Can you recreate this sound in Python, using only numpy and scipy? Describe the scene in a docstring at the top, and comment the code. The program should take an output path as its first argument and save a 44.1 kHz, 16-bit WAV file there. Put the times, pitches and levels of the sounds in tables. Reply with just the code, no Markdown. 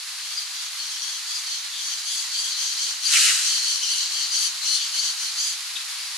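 """Shrill rasping calls on a summer lawn: a far chorus blurs into one wavering band, while nearer rasps swell
and fade about three times a second. Both set resonances ringing. Leaves and far surroundings hiss steadily, and
short whistled chirps come from further off. About three seconds in, a young bird forces air through its throat
in one harsh, toneless screech. There is almost no bass."""
import sys
import numpy as np
from scipy import signal
from scipy.fft import rfft, irfft, next_fast_len
from scipy.io import wavfile

SR = 44100
rng = np.random.default_rng(int(sys.argv[2]) if len(sys.argv) > 2 else 0)


def inscribe(sig):
    """Save sig as 16-bit PCM at rate SR to the path in sys.argv[1].

    A 1-D sig is mono; a 2-D sig holds one channel per row.
    Samples are clipped to [-1, 1] before scaling.
    """
    pcm = np.round(np.clip(np.atleast_2d(sig).T, -1, 1) * 32767)
    wavfile.write(sys.argv[1], SR, pcm.astype(np.int16))


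N = 272097
TIME = np.arange(N) / SR
BINS_HZ = np.maximum(np.arange(N // 2 + 1) * SR / N, 1)


def from_db(db):
    """Turn decibels into a number to multiply by."""
    return 10 ** (np.asarray(db) / 20)


def rms_one(x):
    """Scale a signal so its average strength (rms) is 1."""
    return x / np.sqrt(np.mean(np.abs(x) ** 2) + 1e-20)


def over_hz(points):
    """Join a table's points into a curve over all frequencies."""
    hz, value = np.transpose(points)
    return np.interp(np.log(BINS_HZ), np.log(hz), value)


def drift(rate, size=N):
    """Wander at random, by about 1, up to about `rate` times a second."""
    padded = next_fast_len(size, real=True)
    hz = np.fft.rfftfreq(padded, 1 / SR)
    spectrum = rfft(rng.standard_normal(padded)) / (1 + (hz / rate) ** 2)
    return rms_one(irfft(spectrum, padded)[:size])


def pan(balance_db):
    """Left and right gains; a positive balance leans left."""
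    return from_db(np.array([[.5], [-.5]]) * balance_db)


def left_and_right(mid, side, likeness):
    """Mix two noises for two ears: likeness 0 is unrelated, 1 or more is identical."""
    alike = np.clip(likeness, -1, 1)
    return np.sqrt(1 + alike) * mid + np.sqrt(1 - alike) * side * [[1], [-1]]


def stereo_noise(likeness, colour_db=0):
    """Noise with a chosen tone colour, partly shared by both ears."""
    mid, side = rfft(rng.standard_normal((2, N)))
    return rms_one(irfft(left_and_right(mid, side, likeness) * from_db(colour_db), N))


def resonate(drive, centre_hz, width_hz):
    """A resonance: only sound near a centre pitch, which may move, rings through."""
    turn = np.exp(2j * np.pi * np.cumsum(centre_hz) / SR)
    smoothing = signal.butter(2, width_hz / 2, fs=SR, output="sos")
    return rms_one((signal.sosfilt(smoothing, drive / turn) * turn).real)


def envelope_db(full_s, hold_s, rise_db_per_s, fall_db_per_s):
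    """Rise to 0 dB at `full_s`, hold, then fade."""
    before_s = np.maximum(full_s - TIME, 0)
    after_s = np.maximum(TIME - full_s - hold_s, 0)
    return -rise_db_per_s * before_s - fall_db_per_s * after_s


# Tone colour of the hiss: (frequency [Hz], relative level [dB])
HISS_COLOUR = [(30, -61), (170, -52), (330, -41.5), (480, -30), (730, -8.5), (1100, 0.5), (2000, 4.5),
               (3000, 5.5), (4400, 10), (6000, 6), (8500, 1.5), (10000, 3), (12500, -7), (15500, -23)]
# How alike the hiss is in both ears: (frequency [Hz], likeness [1 or more = identical])
HISS_LIKENESS = [(300, 2), (700, 0.94), (1500, 0.54), (3000, .5), (6000, 0.16), (12000, 0.16)]
# Which way the hiss leans: (frequency [Hz], left minus right [dB])
HISS_BALANCE = [(500, -.5), (1500, 0.43), (5000, .7), (12000, -.8)]
def hiss(start_db=-33.5, rise_db_per_s=0.2831, flutter_db=0.68):
    """Leaves and far surroundings: a smooth, slowly growing hiss, wider in the treble."""
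    level_db = start_db + rise_db_per_s * TIME + flutter_db * drift(20)
    colour_db = over_hz(HISS_COLOUR) + np.array([[.5], [-.5]]) * over_hz(HISS_BALANCE)
    return from_db(level_db) * stereo_noise(over_hz(HISS_LIKENESS), colour_db)


def rasp(size, depth_db, rate_hz, likeness):
    """A rasping drive: noise in quick, uneven bursts."""
    mid, side = rng.standard_normal((2, size))
    return left_and_right(mid, side, likeness) * from_db(depth_db * drift(rate_hz, size))


# Where the far chorus rings: (pitch [Hz], width [Hz], relative level [dB])
FAR_RESONANCES = [(3340, 490, -11), (4424, 990, 1.5), (6370, 1830, -1.5)]
def far_chorus(held_db=-34, flutter_db=1.5, waver=0.017):
    """Many distant callers blur into one shrill band that builds, holds and fades."""
    level_db = held_db + envelope_db(full_s=2.71, hold_s=2.1, rise_db_per_s=3.5, fall_db_per_s=9)
    rasping = rasp(N, depth_db=0.5, rate_hz=300, likeness=0.39)
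    slide = 1 + waver * drift(5.5)
    rings = sum(from_db(db) * resonate(rasping, hz * slide, width_hz)
                for hz, width_hz, db in FAR_RESONANCES)
    return from_db(level_db + flutter_db * drift(6)) * rings


def whistle(centre_hz, wander_hz, flicker_db=2.0):
    """A thin tone that wanders in pitch, flickers, and shifts between the ears."""
    size = len(centre_hz)
    phase = 2 * np.pi * np.cumsum(centre_hz + wander_hz * drift(45, size)) / SR
    apart = drift(60, size) * np.array([[.5], [-.5]])
    return rms_one(np.sin(phase + apart) * from_db(flicker_db * drift(63, size)))


def ring(drive, centre_hz, width_hz, clear):
    """A noisy resonance with a share `clear` of its power in a whistle."""
    noisy = np.sqrt(1 - clear) * resonate(drive, centre_hz, width_hz)
    return noisy + np.sqrt(clear) * whistle(centre_hz, width_hz / 4)


# Each near rasp: (start [s], length [s], pitch [Hz], level [dB], left minus right [dB])
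NEAR_SWELLS = [(0.231, 0.23, 4450, -37.5, 1), (0.547, 0.14, 4630, -37.5, 1.5), (0.781, 0.22, 4380, -37, 3),
               (1.0, 0.19, 4470, -35, 3), (1.27, .15, 4650, -33, 3), (1.458, 0.15, 4380, -33.5, 1.5),
               (1.79, .17, 4515, -32, 3), (2.062, .18, 4644, -29.5, 3), (2.325, 0.21, 4550, -29, 2.5),
               (2.57, 0.18, 4470, -29.5, 3), (2.78, .15, 4420, -28.5, 3), (3.029, .11, 4480, -26, 5.5),
               (3.442, 0.16, 4426, -25, 2), (3.62, .18, 4420, -26, 2), (3.815, .237, 4380, -27, 2.5),
               (4.109, .154, 4415, -28.5, 4), (4.33, .16, 4522, -25, 4), (4.644, .15, 4393, -25.5, 4),
               (4.79, 0.09, 4470, -31, 1), (4.928, .195, 4530, -28, 3), (5.179, 0.13, 4420, -31, 1.5),
               (5.38, 0.16, 4660, -27.5, .5)]
# Where a middling swell rings: (pitch [Hz], width [Hz], relative level [dB],
# boost as swells get louder [dB per dB], delay [s], clear share [0-1], pitch drop [Hz per s of scene])
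NEAR_RESONANCES = [(3310, 351, -7.5, -0.3, 0.0024, 0.27, 44), (4492, 500, -0.5, 0, 0, 0.3, 0),
                   (6130, 1100, -1.44, 0.01, 0, 0.15, 0), (7360, 550, -10, 0.14, 0, 0, -2),
                   (9570, 1400, -10, 0.33, 0, 0.29, 0), (10650, 1400, -19, -0.1, 0, 0, 0)]
def near_rasps(middling_hz=4486, middling_db=-29, rise_s=0.024, fall_s=0.028,
                 arch=0.014, waver=0.00797, flutter_db=1.6):
    """Rasping swells ring the resonances; pitch lifts mid-swell, and louder ones are brighter."""
    out = np.zeros((2, N))
    for start, length, pitch_hz, level_db, balance_db in NEAR_SWELLS:
        span = (TIME > start - .1) & (TIME < start + length + .15)   # room to fade in and out
        t = TIME[span] - start
        rasping = rasp(len(t), depth_db=1.0, rate_hz=300, likeness=0.11)
        along = np.clip(t / length, 0, 1)
        bend = 1 - arch * np.cos(2 * np.pi * along) + waver * drift(40.7, len(t))
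        slide = pitch_hz / middling_hz * bend
        for hz, width_hz, ring_db, boost, delay_s, clear, drop in NEAR_RESONANCES:
            rise = .5 + .5 * np.tanh((t - delay_s) / rise_s)
            fall = .5 + .5 * np.tanh((length - delay_s - t) / fall_s)
            boost_db = boost * (level_db - middling_db)
            gain = from_db(level_db + ring_db + boost_db + flutter_db * drift(6.7, len(t)))
            ringing = ring(rasping, (hz - drop * start) * slide, width_hz, clear)
            out[:, span] += gain * pan(balance_db) * rise * fall * ringing
    return out


# Each chirp: (start [s], length [s], first pitch [Hz], last pitch [Hz], level [dB], hoarseness [0-1])
FAR_CHIRPS = [(0.371, 0.026, 4920, 4640, -27.5, 0.1), (.785, 0.051, 4310, 4510, -34, 0.18),
              (1.015, 0.028, 5880, 5800, -34.5, .2), (1.343, .04, 4950, 4800, -34, .2),
              (1.714, .11, 3540, 3260, -37.5, 0.4), (2.06, .11, 3280, 3380, -39, 0.42),
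              (2.506, 0.075, 4350, 4250, -32.5, 0.4), (3.053, 0.026, 4690, 4680, -23.5, .2),
              (3.074, 0.016, 6600, 6720, -27, .15), (3.816, 0.034, 3020, 3130, -35, 0.17),
              (3.912, 0.017, 6020, 5970, -28, 0.1), (3.92, 0.055, 2894, 2880, -38, .15),
              (4.189, 0.083, 4300, 4870, -31.5, .25), (4.301, 0.042, 4790, 4680, -29.5, 0.09),
              (4.614, 0.037, 4130, 4130, -30.5, .12), (4.682, .1, 4300, 4480, -26.5, .35),
              (4.74, .12, 3460, 3200, -35, .45), (4.979, 0.033, 4500, 4400, -24.5, .4),
              (5.753, 0.034, 3690, 3680, -33, .25), (5.754, 0.022, 3005, 2930, -32, .7),
              (5.95, .11, 4680, 5000, -41, 0.27)]
def far_chirps(hoarse_hz=600):
    """Short whistles off to the left that bend at the end; hoarse ones wobble in pitch."""
    out, wobble = np.zeros(N), drift(505)
    for start, length, start_hz, end_hz, level_db, hoarse in FAR_CHIRPS:
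        along = np.clip((TIME - start) / length, 0, 1)
        hz = start_hz + (end_hz - start_hz) * along ** 2 + hoarse * hoarse_hz * wobble
        loudness = from_db(level_db) * np.sqrt(8 * along * (1 - along))
        out += loudness * np.sin(2 * np.pi * np.cumsum(hz) / SR)
    return with_echoes(out) * pan(balance_db=8.0)


# Echoes from around the lawn: (delay [s], relative level [dB])
LAWN_ECHOES = [(.018, -14), (0.04, -9), (.071, -22)]
def with_echoes(x, smear_s=0.01):
    """Trees and walls send back smeared echoes, different in each ear."""
    response = np.zeros((2, N))
    for delay, echo_db in LAWN_ECHOES:
        fade = np.exp(-np.abs(TIME - delay) / smear_s) * (TIME > delay)
        cloud = rng.standard_normal((2, N)) * fade
        response += from_db(echo_db) * rms_one(cloud) / np.sqrt(N)
    return x + signal.fftconvolve(x[None], response, axes=1)[:, :N]


# Tone colour of the screech's bright rush: (frequency [Hz], relative level [dB])
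RUSH_COLOUR = [(2200, -32), (3300, -8), (4100, 0.5), (5000, -2), (6300, -1), (7400, -2), (8200, -3.5),
               (9500, -6.5), (11500, -15), (13500, -27), (15500, -41)]
# Tone colour of its lower growl: (frequency [Hz], relative level [dB])
GROWL_COLOUR = [(600, -60), (1000, -25.5), (1300, -5.5), (2000, -3), (2350, -3.5), (2900, 3.5), (3500, -6),
                (5000, -38)]
# Two pushes of air: (start [s], length [s], first resonance [Hz], last resonance [Hz], level [dB])
AIR_PUSHES = [(3.125, .064, 3100, 2050, -23), (3.238, 0.084, 3170, 1520, -26)]
def bird_screech(rush_db=-17, growl_db=-25, push_growl_db=-11.0, rough_db=0.5, rough_hz=800):
    """Air is forced through the throat; each push lifts the growl and slides the resonance down."""
    effort_db = envelope_db(full_s=3.139, hold_s=0.12, rise_db_per_s=200, fall_db_per_s=45.5)
    air = stereo_noise(likeness=0.56)
    throat, pushing = 0, 0
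    for start, length, start_hz, end_hz, level_db in AIR_PUSHES:
        along = np.clip((TIME - start) / length, 0, 1)
        push = from_db(level_db) * 2 * np.sqrt(along * (1 - along))
        throat_hz = start_hz + (end_hz - start_hz) * along
        throat += push * resonate(air, throat_hz, width_hz=520)
        pushing += push
    rush = from_db(rush_db + effort_db) * stereo_noise(likeness=0.34, colour_db=over_hz(RUSH_COLOUR))
    growl_gain = from_db(growl_db + effort_db) + from_db(push_growl_db) * pushing
    growl = growl_gain * stereo_noise(likeness=0.56, colour_db=over_hz(GROWL_COLOUR))
    roughness = from_db(rough_db * drift(rough_hz))
    return (rush + growl + throat) * roughness * pan(balance_db=1.0)


def low_cut(x, edge_hz=1000):
    """Small animals give off no bass."""
    return signal.sosfilt(signal.butter(8, edge_hz, "high", fs=SR, output="sos"), x)


def scene():
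    """The outdoor hiss with all the animals on top."""
    return hiss() + low_cut(far_chorus() + near_rasps() + bird_screech() + far_chirps())


def record(dry):
    """The highest treble, above 15600 Hz, is cut steeply."""
    return signal.sosfilt(signal.ellip(12, .1, 90, 15600, fs=SR, output="sos"), dry)


dry = scene()
out = record(dry)
inscribe(out)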